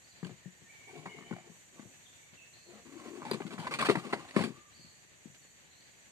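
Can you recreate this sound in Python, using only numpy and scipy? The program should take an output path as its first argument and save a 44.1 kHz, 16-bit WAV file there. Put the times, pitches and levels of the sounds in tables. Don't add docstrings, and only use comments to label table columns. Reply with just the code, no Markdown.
import sys
import numpy as np
from scipy import signal
from scipy.fft import rfft, irfft, next_fast_len
from scipy.io import wavfile

SR = 44100
rng = np.random.default_rng(int(sys.argv[2]) if len(sys.argv) > 2 else 0)


def digitize_waveform(pressure):
    field = np.atleast_2d(pressure).T
    bounded = np.clip(field, -1, 1)
    quanta = np.round(bounded * 32767).astype(np.int16)
    wavfile.write(sys.argv[1], SR, quanta)


N = 269451


def amp(db):
    return 10 ** (np.asarray(db) / 20)


def unit(x):
    return x / np.sqrt(np.mean(x ** 2) + 1e-20)


def unit_energy(x):
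    return x / np.linalg.norm(x, axis=-1, keepdims=True)


def read(points, hz):
    point_hz, value = np.transpose(points)
    return np.interp(np.log(hz + 1), np.log(point_hz + 1), value)


def add(mix, start_s, sound):
    part = mix[..., max(round(start_s * SR), 0):][..., :sound.shape[-1]]
    part += sound[..., :part.shape[-1]]


def noise(spectrum, size):
    hz = np.fft.rfftfreq(size, 1 / SR)
    white = rfft(rng.standard_normal((2, size)))
    return unit(irfft(white * amp(read(spectrum, hz)), size))


def drift(rate, size):
    hz = np.fft.rfftfreq(size, 1 / SR)
    slow = np.exp(-(hz / rate) ** 2) * (hz > 0)
    return unit(irfft(rfft(rng.standard_normal(size)) * slow, size))


def pair(x, likeness, lag_ms):
    hz = np.fft.rfftfreq(N, 1 / SR)
    a, b = rfft(x)
    same = np.clip(read(likeness, hz), -1, 1)
    left = a * np.exp(-2j * np.pi * hz * lag_ms / 1000)
    right = same * a + np.sqrt(1 - same ** 2) * b
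    return irfft([left, right], N)


def mode(hz, t60, rise_s):
    t = np.arange(SR // 3) / SR
    wave = np.sin(2 * np.pi * (hz * t + rng.random()))
    return unit_energy(wave * (1 - np.exp(-t / rise_s)) * amp(-60 * t / t60))


def ring(modes, spectrum, dense_db, dense_t60, tail_db, tail_t60, scatter_db):
    t = np.arange(SR // 3) / SR
    fade = amp(-60 * t / dense_t60) + amp(tail_db - 60 * t / tail_t60)
    out = amp(dense_db) * unit_energy(noise(spectrum, len(t)) * fade)
    if len(modes):
        hz, db, t60 = np.transpose(modes)[..., None]
        shape = (2, len(modes), 1)
        weight = amp(db + scatter_db * rng.standard_normal(shape)) * rng.choice([-1, 1], shape)
        tones = weight * amp(-60 * t / t60) * np.sin(2 * np.pi * hz * t)
        out = out + unit_energy(tones.sum(axis=1))
    return unit_energy(out * (1 - np.exp(-t / 0.00033)))


def flex(hz, sink, glide_s, t60):
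    t = np.arange(SR // 3) / SR
    pitch_hz = hz * (1 - sink * (1 - np.exp(-t / glide_s)))
    wave = np.sin(2 * np.pi * np.cumsum(pitch_hz) / SR)
    return unit_energy(wave * (1 - np.exp(-t / 0.0057)) * amp(-60 * t / t60))


# freq_hz, relative level_db per Hz
AIR_SPECTRUM = [(15, -50), (25, -17), (48, -15), (61, -9), (76, 0.5), (174, -1), (249, -5.5), (365, -5.5),
                (510, -7), (545, -6.5), (1360, -10.5), (1780, -2), (3110, -7.5), (3400, -10), (5200, -10),
                (6760, -45), (11400, -120)]
INSECT_SPECTRUM = [(4700, -14.5), (5300, -21), (5900, 0.5), (6700, 0), (7600, 0), (8200, -0.5),
                   (8800, -11.5), (10500, -19), (12500, -13.5), (14200, -18.5)]
# freq_hz, likeness (-1 to 1)
FAR_LIKENESS = [(60, 0.28), (130, 1), (300, 0.13), (630, 0.53), (1400, -0.35), (3000, 0.12), (14000, -0.59)]


def riverside(air_db=-62.5, insects_db=-63.5, air_waver_db=1.52, insects_waver_db=1.2):
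    air = pair(noise(AIR_SPECTRUM, N), FAR_LIKENESS, lag_ms=0)
    air = air * amp(air_db + air_waver_db * drift(23, N))
    hiss = noise(INSECT_SPECTRUM, N) * amp(insects_db + insects_waver_db * drift(3.4, N))
    return air + hiss * amp([[-1.8], [1.5]])


def cricket(pitch_hz=7030, pulses_per_s=14.6, level_db=-71, rough=0.2):
    t = np.arange(N) / SR
    turns = pulses_per_s * t + 0.082 * drift(2.1, N)
    pulse = np.sin(np.pi * turns) ** 2 * amp(0.76 * drift(5.2, N))
    tone = np.sin(2 * np.pi * np.cumsum(pitch_hz + 22 * drift(190, N)) / SR)
    song = unit(pulse * tone * (1 + rough * drift(150, N)))
    return amp(level_db) * song * amp([[-2], [2]])


def note(length_s, middle_hz, start, end, warble, sag_db=0, swell_db=0, flutter_db=4.5):
    u = np.linspace(0, 1, round(length_s * SR))
    waver = 1 + warble * drift(120, SR)[:len(u)]
    curve = np.polyfit([0, 0.5, 1], [start, 1, end], 2)
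    pitch_hz = middle_hz * np.polyval(curve, u) * waver
    loudness_db = sag_db * np.sin(np.pi * u) ** 6 + swell_db * u
    loudness_db = loudness_db + flutter_db * drift(65, SR)[:len(u)]
    tone = np.sin(2 * np.pi * np.cumsum(pitch_hz) / SR)
    return unit(tone * signal.windows.tukey(len(u), 0.2) * amp(loudness_db))


# start_s, relative level_db
ARCH_CALLS = [(0.02, -67.5), (2.529, -66), (4.73, -63.5)]
# start_s, length_s, pitch_hz, relative level_db
WHISTLE_NOTES = [(.409, 0.047, 1845, -68), (.645, 0.037, 1815, -65.5), (0.684, 0.03, 2310, -58.5),
                 (0.803, 0.062, 2240, -61.5), (.88, 0.027, 2280, -61), (1.07, 0.086, 2176, -58.5),
                 (1.092, 0.036, 2936, -61.5), (1.2, .05, 1833, -66.5), (1.202, 0.084, 3010, -68.5),
                 (1.257, 0.048, 2290, -63), (1.909, .035, 2600, -71), (2.167, 0.075, 2270, -70.5),
                 (4.58, 0.08, 1196, -68.5)]
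# start_s, length_s, middle_pitch_hz, start_pitch (share of middle), relative level_db
FALLING_CHIPS = [(2.039, .045, 3440, 1.14, -64.5), (2.367, 0.058, 2650, 1.07, -61.5),
                 (5.413, 0.039, 4450, 1.04, -70)]
# start_s, length_s, middle_pitch_hz, relative level_db
RISING_CALLS = [(5.65, .21, 4280, -71.5)]


def birds(level_db=5.5, direct_db=-8, forest_db=-1.5, forest_t60=0.94):
    song = np.zeros(N)
    for start_s, db in ARCH_CALLS:
        call = note(0.11, 4780, start=0.81, end=0.82, warble=0.035, sag_db=-5, swell_db=3)
        add(song, start_s, amp(db + level_db) * call)
    for start_s, length_s, hz, db in WHISTLE_NOTES:
        whistle = note(length_s, hz, start=1, end=0.97, warble=0.021)
        add(song, start_s, amp(db + level_db) * whistle)
    for start_s, length_s, hz, start, db in FALLING_CHIPS:
        chip = note(length_s, hz, start, end=0.97, warble=0.025)
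        add(song, start_s, amp(db + level_db) * chip)
    for start_s, length_s, hz, db in RISING_CALLS:
        rise = note(length_s, hz, start=0.88, end=1.07, warble=0.05)
        add(song, start_s, amp(db + level_db) * rise)
    t = np.arange(SR) / SR
    trees = unit_energy(rng.standard_normal((2, SR)) * amp(-60 * t / forest_t60))
    echo = signal.fftconvolve(song[None], trees, axes=1)[:, :N]
    return amp(direct_db) * song + amp(forest_db) * echo


# freq_hz, relative level_db, t60_s
BOARD_MODES = [(110, -11, 0.13), (129, -9, 0.33), (156, -3, 0.18), (181.5, -2, 0.21), (211.6, -4, 0.24),
               (261, -42, 0.1), (358.2, -4.5, 0.17), (401, -8, 0.11)]
# freq_hz, relative level_db per Hz
THUD_SPECTRUM = [(30, -46), (70, -32), (130, -9.5), (240, 14), (410, -6.5), (520, -2.5), (800, -51)]
# start_s, relative level_db
PLANK_BUMPS = [(0.258, -47), (0.309, -49.5), (.458, -45.5), (0.617, -58.5), (1.327, -44.5), (1.498, -53.5),
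               (1.853, -54.5), (2.327, -63.5), (3.448, -41), (3.588, -40), (3.968, -36.5), (4.392, -40),
               (4.794, -59.5), (4.843, -56.5), (5.255, -51), (5.298, -59.5)]


def planks(level_db=29, ring_db=-7, pitch_hz=190, pitch_spread=0.16, rebound_s=0.0169, rebound_db=-6.5):
    out = np.zeros((2, N))
    for start_s, db in PLANK_BUMPS:
        for delay_s, change_db in ((0, 0), (rebound_s, rebound_db)):
            hz = pitch_hz * np.exp(pitch_spread * rng.standard_normal())
            boards = ring(BOARD_MODES, THUD_SPECTRUM, dense_db=0.5, dense_t60=0.028,
                          tail_db=-33, tail_t60=0.092, scatter_db=7)
            thump = flex(hz, sink=0.27, glide_s=0.0065, t60=0.034) + amp(ring_db) * boards
            add(out, start_s + delay_s, amp(db + change_db + level_db) * thump)
    return out


# freq_hz, relative level_db per Hz
TICK_SPECTRUM = [(1500, 0.5), (2500, 5), (3300, 1), (4600, 0.5), (4950, 3), (5800, -12.5), (7000, -10),
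                 (8700, -5), (9600, -10.5), (10400, -17.5), (14000, -27.5)]
# freq_hz, relative level_db, t60_s
ROD_MODES = [(4070, 2, 0.038), (4420, 1, 0.032), (4760, 7, 0.048), (9060, 3, 0.017), (9900, -8, 0.0096),
             (11300, -2, 0.013), (13200, -6, .012)]
# start_s, ring_db, snap_db
ROD_CLICKS = [(1.69, -43, -50), (3.3124, -9, -13), (5.347, -49, -31.5)]


def rod():
    out = np.zeros((2, N))
    for start_s, ring_db, snap_db in ROD_CLICKS:
        tone = ring(ROD_MODES, TICK_SPECTRUM, dense_db=-29, dense_t60=0.019,
                    tail_db=-25, tail_t60=0.06, scatter_db=1)
        snap = ring([], TICK_SPECTRUM, dense_db=0, dense_t60=0.01, tail_db=-3, tail_t60=0.11, scatter_db=0)
        add(out, start_s, amp(ring_db) * tone + amp(snap_db) * snap)
    return out


def slips(size, per_s, jitter, spread_db, hiss):
    pace = per_s * np.exp(jitter * drift(120, size + SR // 8)[:size])
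    turns = np.cumsum(pace) / SR + rng.random()
    jerk = np.diff(np.floor(turns), prepend=-1) > 0
    strength = amp(spread_db * np.clip(rng.standard_normal(size), -2, 2))
    return unit(unit(jerk * strength) + hiss * rng.standard_normal(size))


# time_s, pitch_hz, relative level_db
GROAN_PATH = [(2.84, 288, -63), (2.955, 300, -48), (3.01, 340, -60), (3.07, 332, -51.5), (3.17, 350, -47),
              (3.225, 313, -56), (3.29, 260, -46.5), (3.38, 298, -54)]


def groan(level_db=-0.5, width_hz=89):
    time_s, hz, db = np.transpose(GROAN_PATH)
    t = np.arange(time_s[0], time_s[-1], 1 / SR)
    turn = np.exp(2j * np.pi * np.cumsum(np.interp(t, time_s, hz)) / SR)
    drive = slips(len(t), per_s=590, jitter=0.55, spread_db=4, hiss=0.9)
    smooth = signal.butter(2, width_hz / 2, fs=SR, output="sos")
    tone = unit((turn * signal.sosfilt(smooth, drive / turn)).real)
    out = np.zeros((2, N))
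    add(out, time_s[0], amp(np.interp(t, time_s, db) + level_db) * tone)
    return out


# freq_hz, relative level_db, t60_s
FRAME_MODES = [(249.5, 5.5, 0.044), (299, -8.5, 0.26), (343, 1, 0.15), (414, 0.5, 0.041), (540, -37, 0.11)]
# freq_hz, relative level_db, t60_s
SHELL_MODES = [(554, 0.5, 0.049), (694, 0, 0.062), (810, -4.5, 0.067), (876, -8.5, 0.03), (1056, -3, 0.051),
               (1137, 1, 0.039), (1260, -1.5, 0.018), (1410, -33, 0.037), (1480, -3, 0.045),
               (1600, -21, 0.19), (1920, -37, 0.074), (2047, -4.5, 0.13), (2264, 1, 0.056),
               (2350, 4, 0.049)]
# freq_hz, relative level_db per Hz
CLACK_SPECTRUM = [(300, -44), (520, -0.5), (800, -2.5), (1120, -1), (1400, -12.5), (2000, -3.5),
                  (2500, -21.5), (3200, -30.5), (5000, -60)]


def friction(drive, boards, frame, shell, grit, shell_top_hz):
    board_voice = ring(BOARD_MODES, THUD_SPECTRUM, dense_db=-0.5, dense_t60=0.025,
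                       tail_db=-65, tail_t60=0.23, scatter_db=5.5)
    frame_voice = ring(FRAME_MODES, THUD_SPECTRUM, dense_db=2, dense_t60=0.028,
                       tail_db=-6, tail_t60=0.17, scatter_db=2.5)
    shell_voice = ring(SHELL_MODES, CLACK_SPECTRUM, dense_db=-3, dense_t60=0.013,
                       tail_db=-10, tail_t60=0.026, scatter_db=0.5)
    soften = signal.butter(4, shell_top_hz, fs=SR, output="sos")
    shell_voice = signal.sosfilt(soften, shell_voice)
    grit_voice = ring([], TICK_SPECTRUM, dense_db=0, dense_t60=0.012,
                      tail_db=-11, tail_t60=0.14, scatter_db=0)
    drive = drive - drive.mean()
    voices = ((boards, board_voice), (frame, frame_voice), (shell, shell_voice), (grit, grit_voice))
    return sum(signal.fftconvolve((drive * gain)[None], voice, axes=1) for gain, voice in voices)


def rub(pressure, load_db, boards_db=-2, frame_db=-4, shell_db=-9, grit_db=-13):
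    size = len(pressure)
    drive = slips(size, per_s=650, jitter=0.4, spread_db=2.5, hiss=0.3)
    drive = drive * pressure * amp(1.5 * drift(24, size))
    lean = drift(6.04, next_fast_len(size + SR))[:size]
    return sum(friction(drive * share, amp(load_db + boards_db), amp(frame_db), amp(shell_db),
                        amp(grit_db), shell_top_hz=1530)
               for share in (np.cos(lean), np.sin(lean)))


# start_s, hardest_s, end_s, pressure_db
SHOVES = [(.865, 0.881, 1.56, -48), (1.689, 1.78, 1.93, -53), (2.649, 2.703, 2.84, -50)]
# time_s, relative pressure_db on the legs, relative load_db on the boards
DRAG_PATH = [(2.85, -66, -61), (2.944, -66.5, -66), (3.074, -60, -74), (3.21, -62, -62),
             (3.412, -64.5, -55.5), (3.66, -58.5, -47), (3.775, -60, -51), (3.82, -49, -48),
             (3.986, -58, -60), (4.15, -55.5, -51), (4.323, -71, -78), (4.373, -43.5, -67),
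             (4.53, -71, -60), (4.58, -70, -78)]


def rubbing(nudge_fade_db=-11.5, nudge_load_db=0.5, drag_db=15, drag_load_db=6.5):
    out = np.zeros((2, N))
    for start_s, hardest_s, end_s, db in SHOVES:
        t = np.arange(start_s, end_s, 1 / SR)
        build_up = np.interp(t, [start_s, hardest_s], [0, 1])
        fade_db = np.interp(t, [hardest_s, end_s], [0, nudge_fade_db])
        add(out, start_s, rub(build_up * amp(db + fade_db), nudge_load_db))
    time_s, pressure_db, load_db = np.transpose(DRAG_PATH)
    t = np.arange(time_s[0], time_s[-1], 1 / SR)
    pressure_db = np.interp(t, time_s, pressure_db) + drag_db
    load_db = np.interp(t, time_s, load_db) + drag_load_db
    add(out, time_s[0], rub(amp(pressure_db), load_db - pressure_db))
    return out


# pitch_ratio (multiple of its pitch), relative level_db
TIP_MODES = [(1, -0.5), (1.45, -8.5), (1.93, -11)]


def tip(drive, hz, width_hz=110, sag_per_s=2.5, detune=0.02):
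    drive = np.pad(drive, (0, SR // 10))
    t = np.arange(len(drive)) / SR
    turns = np.cumsum(hz * np.exp(-sag_per_s * t)) / SR
    r, out = np.exp(-np.pi * width_hz / SR), 0
    for ratio, db in TIP_MODES:
        detuned = ratio * (1 + detune * rng.standard_normal())
        turn = np.exp(2j * np.pi * detuned * turns)
        rung = turn * signal.lfilter([np.sqrt(2 * (1 - r * r))], [1, -r], drive / turn)
        out = out + amp(db) * rng.choice([-1, 1], (2, 1)) * rung.imag
    return out


# start_s, length_s, relative strength_db,
# relative load_db on the boards, swell_db reached at its end, tip_pitch_hz at its start, relative grit_db
SCRAPES_AND_TICKS = [(0.247, 0.0042, -48.5, -12, -6, 1560, 3.5), (0.266, 0.0096, -54.5, -4, -2, 1270, 3),
                     (1.326, 0.0053, -47.5, 1, -9, 1515, -9), (1.335, .005, -50.5, -10, -3, 990, -7),
                     (3.219, .014, -48, 0.5, 1, 1012, -17), (3.252, 0.06, -45, -3, -2, 960, -7.5),
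                     (3.333, .02, -42.5, 10.5, -9, 960, 3.5), (3.466, 0.015, -54, -4, -3, 1421, 4.5),
                     (3.506, .02, -49, 4, -0.5, 1110, -2.5), (3.526, 0.013, -50, 8.5, 1, 1180, 1.5),
                     (3.585, 0.053, -47.5, 1, -3, 1060, 0.5), (3.644, 0.019, -43.5, -0.5, -4, 1110, -7),
                     (3.669, 0.019, -37.5, -8.5, -6, 1040, -6), (3.71, 0.02, -38, -17, -2.5, 1150, -1),
                     (3.738, .02, -37, -15, -8, 1096, 3), (3.788, .012, -36, -13, 2, 1155, 1),
                     (3.799, 0.013, -32.5, 0, 1.5, 1840, -15), (3.809, 0.0092, -35.5, -6, 6.5, 1550, 2),
                     (3.824, 0.015, -31, -12, -2.5, 1116, -5.5), (3.848, 0.0063, -29, -8, -2.5, 1080, -3.5),
                     (3.856, .015, -35, -5, 2.5, 1290, 2), (3.889, 0.028, -40.5, 3.5, -2, 1090, 7.5),
                     (3.982, 0.019, -48.5, -4, -5, 1320, 4), (4.05, .025, -56.5, 14, 1.5, 1390, 2),
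                     (4.127, 0.0036, -35.5, -7, 5, 1430, -7), (4.245, .014, -57, 0, 1.5, 766, 0),
                     (4.278, 0.023, -56.5, -18, 1.5, 1960, 2.5), (4.309, 0.0026, -50, -18, -6, 1940, 3),
                     (4.381, 0.038, -49.5, 14.5, -4.5, 1850, 9.5), (4.414, .012, -47, 12, -2, 1520, 9),
                     (4.437, 0.06, -48, 12, -17, 1700, 8)]


def scrapes_and_ticks(thud_db=-1, frame_db=-8, clack_db=-5, tip_db=-1.5, tick_db=-1, first_jerk=4.1):
    out = np.zeros((2, N))
    for start_s, length_s, strength_db, load_db, swell_db, tip_hz, grit_db in SCRAPES_AND_TICKS:
        t = np.arange(round(length_s * SR)) / SR
        drive = slips(len(t), per_s=600, jitter=0.4, spread_db=3.2, hiss=0.1)
        drive[0] += first_jerk
        drive = drive * amp(strength_db + swell_db * t / t[-1])
        contact = friction(drive, amp(load_db + thud_db), amp(load_db + frame_db), amp(clack_db),
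                           amp(tick_db + grit_db), shell_top_hz=6000)
        add(out, start_s, contact)
        add(out, start_s, amp(tip_db) * tip(drive, tip_hz))
    return out


# time_share (of the contact time), relative level_db
LANDING_TOUCHES = [(0, -7), (0.449, -3), (1, -6.5)]


def clatter(note_hz, contact_s, clack_db=27, note_db=27, overtone=1.838, overtone_db=-5, tick_db=19,
            detune=0.1, note_t60=0.016):
    out = np.zeros((2, SR // 3))
    for share, db in LANDING_TOUCHES:
        hz = note_hz * np.exp(detune * rng.standard_normal())
        shell = ring(SHELL_MODES, CLACK_SPECTRUM, dense_db=6.5, dense_t60=0.017,
                     tail_db=-17, tail_t60=0.28, scatter_db=6)
        hollow = mode(hz, note_t60, rise_s=0.0009)
        hollow = hollow + amp(overtone_db) * mode(hz * overtone, note_t60, rise_s=0.0006)
        tick = ring([], TICK_SPECTRUM, dense_db=0, dense_t60=0.06, tail_db=-18, tail_t60=0.14, scatter_db=0)
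        touch = amp(clack_db) * shell + amp(note_db) * hollow + amp(tick_db) * tick
        add(out, share * contact_s, amp(db) * touch)
    return out


# start_s, relative force_db, relative hardness_db, thud_start_pitch_hz,
# bounce_gap_s (sets the spacing of the bounces), loss_db per bounce, relative frame_ring_db,
# shell_note_hz (before detuning), contact_s
LEG_LANDINGS = [(.229, -39.5, -16, 221, .023, 7, -21, 954, 0.0023),
                (0.293, -49, -11.5, 292, 0.012, 5, -19, 820, 0.0019),
                (1.057, -46, 0.5, 247, .012, 7, -16, 886, 0.0049),
                (1.185, -55, -3, 257, 0.024, 2.5, -6.5, 1070, 0.0023),
                (1.309, -38, -13, 293, .018, 13, -20, 880, 0.0032),
                (1.363, -57, 3, 302, 0.019, 5, -13, 780, 0.0041),
                (1.794, -49.5, -8, 279, 0.035, 8, -13, 886, 0.0027),
                (3.058, -54, -8, 407, 0.043, 20, 4.5, 1100, .005),
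                (3.312, -35.5, -6.5, 463, .03, 10, -3, 964, 0.0038),
                (3.403, -44, -3.5, 350, .013, 21, 0.5, 890, 0.0032),
                (3.418, -56.5, 6.5, 300, 0.014, 18, -20, 1560, 0.0017),
                (3.579, -60.5, 10.5, 276, .012, 19, -8, 1090, 0.0044),
                (3.886, -32.5, -3, 343.4, .015, 26, 0.5, 1150, 0.0042),
                (3.896, -30, 0, 434, .012, 10, 5.5, 1084, .004),
                (3.953, -36, 0, 334, .016, 10.5, -11, 1040, .005),
                (4.1303, -38, 6, 460, 0.0085, 13, 1, 804, 0.0066),
                (4.363, -28, -3.5, 249, 0.009, 13, -4.5, 1097, .002),
                (4.389, -42.5, 1.5, 294, 0.0072, 14, -8, 1020, 0.0064),
                (4.406, -38, -9, 257, .012, 5.5, -4.5, 910, 0.0029),
                (4.439, -38, -11.5, 264, .012, 12, -4, 950, 0.0033),
                (4.475, -43.5, -22, 248, 0.028, 6.5, -16, 990, .003)]


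def knocks(thud_db=27, frame_db=28, flex_db=1, count=4, bounce_shrink=0.69, bounce_jitter_s=0.001516):
    out, t = np.zeros((2, N)), np.arange(SR // 3) / SR
    for start_s, force_db, hardness_db, hz, gap_s, loss_db, ring_db, note_hz, contact_s in LEG_LANDINGS:
        boards = ring(BOARD_MODES, THUD_SPECTRUM, dense_db=1.5, dense_t60=0.071,
                      tail_db=-32, tail_t60=0.12, scatter_db=0)
        thud = amp(thud_db) * (boards + amp(flex_db) * flex(hz, sink=0.39, glide_s=0.013, t60=0.04))
        frame = amp(frame_db + ring_db) * mode(395, t60=0.061, rise_s=0.00061)
        body = (thud + frame) * (1 - np.exp(-t / 0.00033))
        blow = body + amp(hardness_db) * clatter(note_hz, contact_s)
        hit_s = start_s
        for bounce in range(count):
            add(out, hit_s, amp(force_db - bounce * loss_db) * blow)
            hit_s += gap_s * bounce_shrink ** bounce + bounce_jitter_s * rng.uniform(-1.1, 1)
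    return out


# freq_hz, likeness (-1 to 1)
NEAR_LIKENESS = [(60, 1), (450, 0.99), (1100, 0.99), (2000, 0.75), (4000, 0.18), (12000, 0.069)]


def scene(low_cut_hz=118):
    near = planks() + rod() + groan() + rubbing() + scrapes_and_ticks() + knocks()
    near = pair(near, NEAR_LIKENESS, lag_ms=0.15)
    near = signal.sosfilt(signal.butter(3, low_cut_hz, "high", fs=SR, output="sos"), near)
    return riverside() + cricket() + birds() + near


# freq_hz, left_minus_right_db
PORT_BALANCE = [(40, 7), (110, 15), (220, 14), (370, 15), (520, -0.5), (700, -0.5), (1200, 2.5), (2300, 0),
                (4300, -1), (9000, 2)]


def record(dry, dip_hz=5026, dip_width_hz=240, dip_db=-10, edge_hz=14350):
    hz = np.fft.rfftfreq(N, 1 / SR)
    ratio = amp(read(PORT_BALANCE, hz))
    ports = np.array([2 * ratio, np.full_like(ratio, 2)]) / (1 + ratio)
    dip = amp(dip_db * np.exp(-((hz - dip_hz) / dip_width_hz) ** 2))
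    heard = irfft(rfft(dry) * dip * ports, N)
    band_limit = signal.firwin(401, edge_hz, window=("kaiser", 8), fs=SR)
    return signal.oaconvolve(heard, band_limit[None], "same")


dry = scene()
out = record(dry)
digitize_waveform(out)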